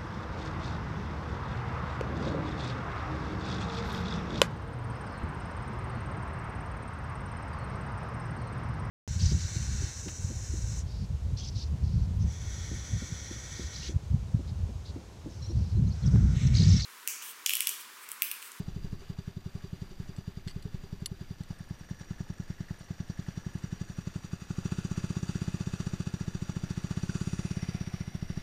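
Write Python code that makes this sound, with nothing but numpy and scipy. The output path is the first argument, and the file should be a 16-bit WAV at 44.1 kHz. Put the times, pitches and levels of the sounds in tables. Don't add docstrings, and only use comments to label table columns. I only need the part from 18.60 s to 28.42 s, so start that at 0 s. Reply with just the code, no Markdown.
import sys
import numpy as np
from scipy import signal
from scipy.fft import rfft, irfft, next_fast_len
from scipy.io import wavfile
from scipy.ndimage import uniform_filter1d

SR = 44100
rng = np.random.default_rng(int(sys.argv[2]) if len(sys.argv) > 2 else 0)


def transcribe(signal):
    frames = np.atleast_2d(signal).T
    limited = np.clip(frames, -1, 1)
    pcm = np.round(limited * 32767).astype(np.int16)
    wavfile.write(sys.argv[1], SR, pcm)


N = 433062
TIME = np.arange(N) / SR
FFT_SIZE = 2 * next_fast_len(N // 2 + SR // 4, True)
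FREQ = np.maximum(np.arange(FFT_SIZE // 2 + 1) * SR / FFT_SIZE, 1e-3)


# f/Hz, width/Hz, gain/dB
EXHAUST_MODES = [(79.3, 65, -3.5), (183.3, 32.9, 10.5), (208.9, 29.7, 8.5), (307.4, 77, 6.5),
                 (369, 47.7, 17.5)]

def exhaust(age, strength, edge, lead_s=.0016, slap_db=-19):
    puff = strength * swell(age + lead_s, .00167 - .00038 * edge, .00173 - .00062 * edge)
    puff *= np.minimum(TIME / .0035, 1)
    pipe, *chambers = (undb(db) * resonance(hz, width) for hz, width, db in EXHAUST_MODES)
    body = pipe - sum(chambers)
    low_cut = FREQ / (FREQ - 60j)
    echoes = sum(np.exp(-2j * np.pi * FREQ * delay_s) for delay_s in (.0215, .0305))
    dull_slap = undb(slap_db) * echoes / (1 + 1j * FREQ / 220)
    return through(puff, body * low_cut * (1 + dull_slap))


# f/Hz, width/Hz, gain/dB in head pose 0, 1, 2, 3
OUTLET_MODES = [(690, 100, -2, 3, -9, 2), (860, 110, -4, -3, -1, -7), (1190, 140, -3, -4, 1.5, 0),
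                (1430, 220, -6, -7, -4, -5)]

def bark(cycle, age, strength, edge, rasp_db=-24, crack_db=3, edge_db=11):
    force = strength * undb(crack_db + edge_db * (edge - 1)) * per_cycle(cycle, 1.5)
    fronts = .22 * swell(age + .0012, .0001, .00012) + .16 * swell(age - .0022, .0001, .00012)
    rasp = undb(rasp_db) * swell(age - .002, .00075, .0041) * noise()
    crack = force * (fronts + rasp)
    return sum(by_pose(undb(db)) * through(crack, resonance(hz, width)) for hz, width, *db in OUTLET_MODES)


# t/s, level/dB against a full one
WEAK_FIRINGS = [(.416, -22), (1.043, -3), (1.309, -13), (1.495, -3), (1.773, -2.5), (2.237, -8.5),
                (2.614, -3), (3.006, -4.5), (3.208, -9), (3.412, -7.5), (4.207, -10.5), (5.299, -5.5),
                (5.645, -5.5), (5.819, -8.5), (9.275, -3), (9.479, -3.5)]

def combustion(cycle, throttle, throttle_db=3.5):
    burn_db = np.zeros(cycle.max() + 1)
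    for s, db in WEAK_FIRINGS:
        burn_db[cycle[int(s * SR)]] = db
    return undb(throttle_db * throttle + burn_db[cycle]) * per_cycle(cycle, .3)


# t/s, firing rate/Hz
FIRING_RATE = [(0.0, 12.62), (0.84, 10.71), (1.03, 11.35), (1.88, 10.45), (2.08, 11.1), (3.1, 9.75),
               (3.69, 10.45), (3.91, 9.54), (5.09, 11.63), (5.87, 11.47), (6.1, 15.43), (6.78, 16.1),
               (7.82, 13.84), (8.16, 14.4), (8.47, 16.74), (9.07, 16.92), (9.63, 12.96), (9.82, 14.43)]

def crank():
    rate, = curves(FIRING_RATE)
    elapsed = np.cumsum(rate) / SR - .048
    cycle = np.round(elapsed).astype(int)
    return cycle, elapsed - cycle, rate


def throttle_for(rate, shut_hz=9.14, open_hz=16.6, lead_s=.095):
    acceleration = uniform_filter1d(np.gradient(rate) * SR, size=SR // 5)
    return np.clip((rate + lead_s * acceleration - shut_hz) / (open_hz - shut_hz), 0, 1)


def airbox(cycle, age, db=-43):
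    facing = np.clip(1 - 3 * curves(HEAD_POSE)[0], 0, 1)
    gulp = swell(age - .004, .0016, .012) * per_cycle(cycle, 1.5) * (np.abs(age) < .04)
    hz = 380 * per_cycle(cycle, .29)
    return undb(db) * facing * gulp * np.cos(2 * np.pi * hz * (age - .0015))


# f/Hz, width/Hz, relative level/dB in head pose 0, 1, 2, 3
CASING_MODES = [(590, 720, -3, -3.5, -8, -1), (861, 124, -9, -4.5, -5.5, -16),
                (1157, 205, -3.5, -5.5, 1.5, -7), (1390, 260, -15, -4.5, 5, 0.5),
                (1690, 210, -2, -1.5, 0.5, -2), (2040, 220, -10, -8, -6, 2),
                (2580, 224, -11.5, -16, 3.5, 0.5), (2900, 380, -6, -8, -2.5, -1.5),
                (3580, 600, -6, -8.5, -2, -3), (3984, 88, -5, -7.5, -4, 0),
                (4374, 190, -7.5, -5.5, -2.5, -3.5), (4734, 290, 1, -4.5, 3, 2),
                (5320, 95, -18, -10, -3.5, -21), (5540, 180, -9.5, -4, -23, 4), (5760, 46, -1, 5, 4.5, 5),
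                (5895, 89, -2, -5, -0.5, -12), (6205, 95, -7, -6, 2, -12), (6770, 470, -9.5, -8.5, 0, -7.5),
                (7575, 600, -13.5, -14.5, -5.5, -14), (8916, 430, -18, -15.5, -6.5, -9.5),
                (10050, 780, -18.5, -27, -17, -15.5), (12200, 2100, -29, -43, -25, -33)]
# phase/cycles, relative level/dB
VALVE_TAPS = [(.21, -3.5), (.33, -6), (.57, -12), (.75, -2), (0.859, -3.5)]

def casing(cycle, phase, rate, whirr=.2, tap_share=.33, grain_db=1.5):
    slap = swell(phase / rate - .001, .0041, .0079) * per_cycle(cycle, 1.8)
    valves = sum(undb(db) * taps(phase, rate, at, .018) * per_cycle(cycle, 1.95) for at, db in VALVE_TAPS)
    shaking = (whirr + slap + tap_share * valves) * undb(grain_db * walk(700)) * noise()
    mode_powers = np.array([peak(hz, width) ** 2 for hz, width, *_ in CASING_MODES])
    pose_powers = undb(np.array(CASING_MODES)[:, 2:].T) ** 2 @ mode_powers
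    sounds = [unit(through(shaking, np.sqrt(power))) for power in pose_powers]
    pose = by_pose(np.arange(len(sounds)))
    return sum(np.clip(1 - np.abs(pose - k), 0, 1) * sound for k, sound in enumerate(sounds))


def valve_train(cycle, phase, rate, tappet_gain, chain_gain, opens=.8, shuts=.32):
    tick = taps(phase, rate, opens, .0044) + .53 * taps(phase, rate, shuts, .0067)
    tick *= per_cycle(cycle, 3.5)
    rattle = sum(undb(db) * taps(phase, rate, at, .0075) for at, db in VALVE_TAPS) * per_cycle(cycle, 1.6)
    tappet_ring = shaped_noise(peak(8600, 200) + .86 * peak(9530, 500) + .25 * peak(10200, 900))
    chain_ring = shaped_noise(peak(1709, 120) + .5 * peak(1930, 280))
    return tappet_gain * tick * tappet_ring + chain_gain * rattle * chain_ring


def frame_rumble(clatter_gain, relative_db=-2):
    return clatter_gain * undb(relative_db) * shaped_noise(resonance(163, 250) * resonance(155, 450))


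# t/s, growl f/Hz, whirr f/Hz
GLIDING_BANDS = [(8.1, 600, 2590), (8.55, 637, 2670), (9.3, 745, 2300), (9.6, 694, 1990)]

def gliding_bands(roughness_hz=150, growl_db=-4):
    growl_hz, whirr_hz = curves(GLIDING_BANDS)
    growl = walk(roughness_hz) * np.sin(2 * np.pi * np.cumsum(growl_hz) / SR)
    whirr = walk(3 * roughness_hz) * np.sin(2 * np.pi * np.cumsum(whirr_hz + 90 * walk(90)) / SR)
    return undb(growl_db) * unit(growl) + unit(whirr)


def sprocket_ring(age):
    tugs = noise() * (.3 + swell(age, .0023, .0063))
    return unit(through(tugs, peak(5797, 210)))


# t/s, level/dB with the throttle shut
WASH_LEVEL = [(3, -64), (6.6, -63), (9.3, -62)]
# f/Hz, relative level/dB
WASH_SPECTRUM = [(200, -6), (600, -10), (1500, -3), (3000, -8), (6000, -14), (12000, -24.5)]
# t/s, starting f/Hz, level/dB
WHEEL_PLOPS = [(7.539, 1340, -44), (8.495, 1480, -35)]

def water(throttle, count=2500, bubble_db=-5, surge_db=1.5, force_db=16, churn_db=3.5):
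    bubbles, plops = np.zeros(N), np.zeros(N)
    for when, pitch, ring, force in rng.random((count, 4)):
        add(bubbles, when * N / SR, undb(force_db * force ** 2) * bubble(600 * 8 ** pitch, 6 + 10 * ring))
    for s, hz, db in WHEEL_PLOPS:
        add(plops, s, undb(db) * bubble(hz, cycles=43))
    wash = unit(through(noise() * undb(surge_db * walk(15)), colour(WASH_SPECTRUM)))
    gain = undb(curves(WASH_LEVEL)[0] + churn_db * throttle)
    return gain * (wash + undb(bubble_db) * unit(bubbles)) + plops


def bubble(hz, cycles):
    samples = SR * cycles / hz
    life = np.arange(int(samples) + 2) / samples
    return np.sin(2 * np.pi * cycles * (life + .094 * life ** 2)) * np.exp(-np.log(300) * life)


# t/s, contact level/dB, decay/s, treble edge f/Hz
LEVER_CLICKS = [(1.564, -42, 0.0027, 2800), (1.875, -36.5, 0.0042, 3200), (1.881, -36.5, 0.0077, 3180),
                (1.895, -45, 0.011, 4000), (1.904, -55, .006, 4000), (1.909, -46, .007, 4000),
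                (2.025, -49, .004, 14000), (2.835, -44.5, 0.0018, 8000), (9.56, -51, 0.0028, 16000)]
# f/Hz, width/Hz, relative level/dB
LEVER_MODES = [(2030, 220, 3), (2900, 280, -1), (3430, 590, 1), (4280, 110, 6.5), (4590, 150, 9),
               (5900, 1800, -6), (7680, 90, 10.5), (10400, 68, 5), (12000, 48, -8), (15040, 200, -19)]

def lever(snap_at_s=2.459, snap_length_s=.0035, snap_db=-32):
    contacts, age = np.zeros(N), TIME[:SR // 10]
    for s, db, decay_s, edge_hz in LEVER_CLICKS:
        grit = signal.lfilter(*signal.butter(1, edge_hz, fs=SR), rng.standard_normal(len(age)))
        add(contacts, s, undb(db) * np.exp(-age / decay_s) * grit)
    ring = sum(undb(db) * resonance(hz, width) for hz, width, db in LEVER_MODES)
    clicks = through(contacts, unit(ring))
    chatter = noise() * (TIME > snap_at_s) * (TIME < snap_at_s + snap_length_s)
    snap = through(chatter, ring * resonance(7000, 9000))
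    snap /= np.sqrt(np.sum(snap ** 2) / (2 * snap_length_s * SR))
    return clicks + undb(snap_db) * snap


# t/s, level/dB, half length/s
MIC_GUSTS = [(.27, -39.5, 0.18), (1.4, -46.5, 0.21), (2.2, -48, 0.51), (5.3, -53.5, 0.17), (8.75, -50, .1),
             (9.779, -46.5, 0.38)]
# f/Hz, relative level/dB
EDDY_SPECTRUM = [(4, -30), (12, 5.5), (25, -6), (50, -8), (100, -15), (300, -26), (1000, -68)]

def buffet(breeze_db=-51.5):
    power = undb(breeze_db) ** 2 + sum(hump(*gust) ** 2 for gust in MIC_GUSTS)
    return np.sqrt(power) * shaped_noise(colour(EDDY_SPECTRUM))


# f/Hz, relative level/dB
HISS_SPECTRUM = [(3000, -22), (6800, 6), (8200, -7), (9000, 1), (10200, -5), (12000, -28)]

def hiss():
    return hump(s=8.76, db=-59.5, half_s=.3) * shaped_noise(colour(HISS_SPECTRUM))


def whine(hz=13906, db=-79, duty=.67):
    gate = uniform_filter1d(1. * (60 * TIME % 1 < duty), size=90)
    return undb(db) * unit(np.sin(2 * np.pi * hz * TIME) * gate)


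# t/s, head pose (0 facing ahead, 1 beside the engine, 2 leaning low,
# 3 and up turned over the front wheel)
HEAD_POSE = [(2.6, 0), (3.45, 1.18), (4.4, 1), (6.1, 2), (8, 1.6), (8.4, 1.5), (8.7, 2.24), (9.25, 3.5)]

def by_pose(values):
    return np.interp(curves(HEAD_POSE)[0], np.arange(len(values)), values)


def per_cycle(cycle, spread_db):
    return undb(spread_db * rng.standard_normal(cycle.max() + 1))[cycle]


def taps(phase, rate, at, decay_s):
    return np.exp(-((phase - at) % 1) / rate / decay_s)


def swell(age, rise_s, fall_s):
    return np.exp(-np.logaddexp(-age / rise_s, age / fall_s))


def hump(s, db, half_s):
    return undb(db) * np.exp(-((TIME - s) / half_s) ** 2)


def curves(table):
    s, *columns = np.transpose(table)
    return [np.interp(TIME, s, column) for column in columns]


def walk(rate):
    hold = int(SR / rate)
    return 1.1 * uniform_filter1d(np.repeat(rng.standard_normal(N // hold + 1), hold)[:N], hold)


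def noise():
    return rng.standard_normal(N)


def shaped_noise(response):
    return unit(through(noise(), response))


def through(x, response):
    return irfft(rfft(x, FFT_SIZE) * response, FFT_SIZE)[:N]


def resonance(hz, width_hz):
    return 1 / (1 + 1j * (FREQ / hz - hz / FREQ) * hz / width_hz)


def peak(hz, width_hz):
    return np.abs(resonance(hz, width_hz)) ** 2


def colour(points):
    hz, db = np.transpose(points)
    return undb(np.interp(np.log(FREQ), np.log(hz), db))


def add(out, s, sound):
    start = int(s * SR)
    out[start:start + len(sound)] += sound[:max(N - start, 0)]


def undb(db):
    return 10 ** (np.asarray(db) / 20)


def unit(x):
    return x / np.sqrt(np.mean(np.abs(x) ** 2))


# puff edge (0-1), then gain/dB of exhaust, casing, tappet, cam chain, gliding bands, sprocket
POSE_BALANCE = [(0.01, -18, -61, -74, -71.5, -79.5, -90), (0.42, -17.5, -57, -63.5, -52.5, -78, -69),
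                (.68, -17.5, -57, -70, -61, -80, -68.5), (0.44, -18, -59.5, -64.5, -57, -71, -67.5)]

def scene(idle_hz=11.12, clatter_rise_db=9, bands_rise_db=16.5, sprocket_rise_db=14.5):
    cycle, phase, rate = crank()
    age = phase / rate
    throttle = throttle_for(rate)
    doublings = np.log2(rate / idle_hz)
    pose_edges, *parts_db = np.transpose(POSE_BALANCE)
    pipe, clatter, tappet, chain, bands, sprocket = (by_pose(undb(db)) for db in parts_db)
    clatter *= undb(clatter_rise_db * doublings)
    bands *= undb(bands_rise_db * doublings)
    sprocket *= undb(sprocket_rise_db * doublings)
    edge = np.clip(by_pose(pose_edges) + .24 * throttle, 0, 1)
    strength = pipe * combustion(cycle, throttle)
    gas = exhaust(age, strength, edge) + bark(cycle, age, strength, edge) + airbox(cycle, age)
    metal = clatter * casing(cycle, phase, rate) + valve_train(cycle, phase, rate, tappet, chain)
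    bike = gas + metal + frame_rumble(clatter) + bands * gliding_bands() + sprocket * sprocket_ring(age)
    return (bike + water(throttle) + hiss() + lever() + buffet() + whine())[None]


def record(dry):
    return signal.sosfilt(signal.ellip(8, .2, 70, 14900, fs=SR, output="sos"), dry)


dry = scene()
out = record(dry)
transcribe(out)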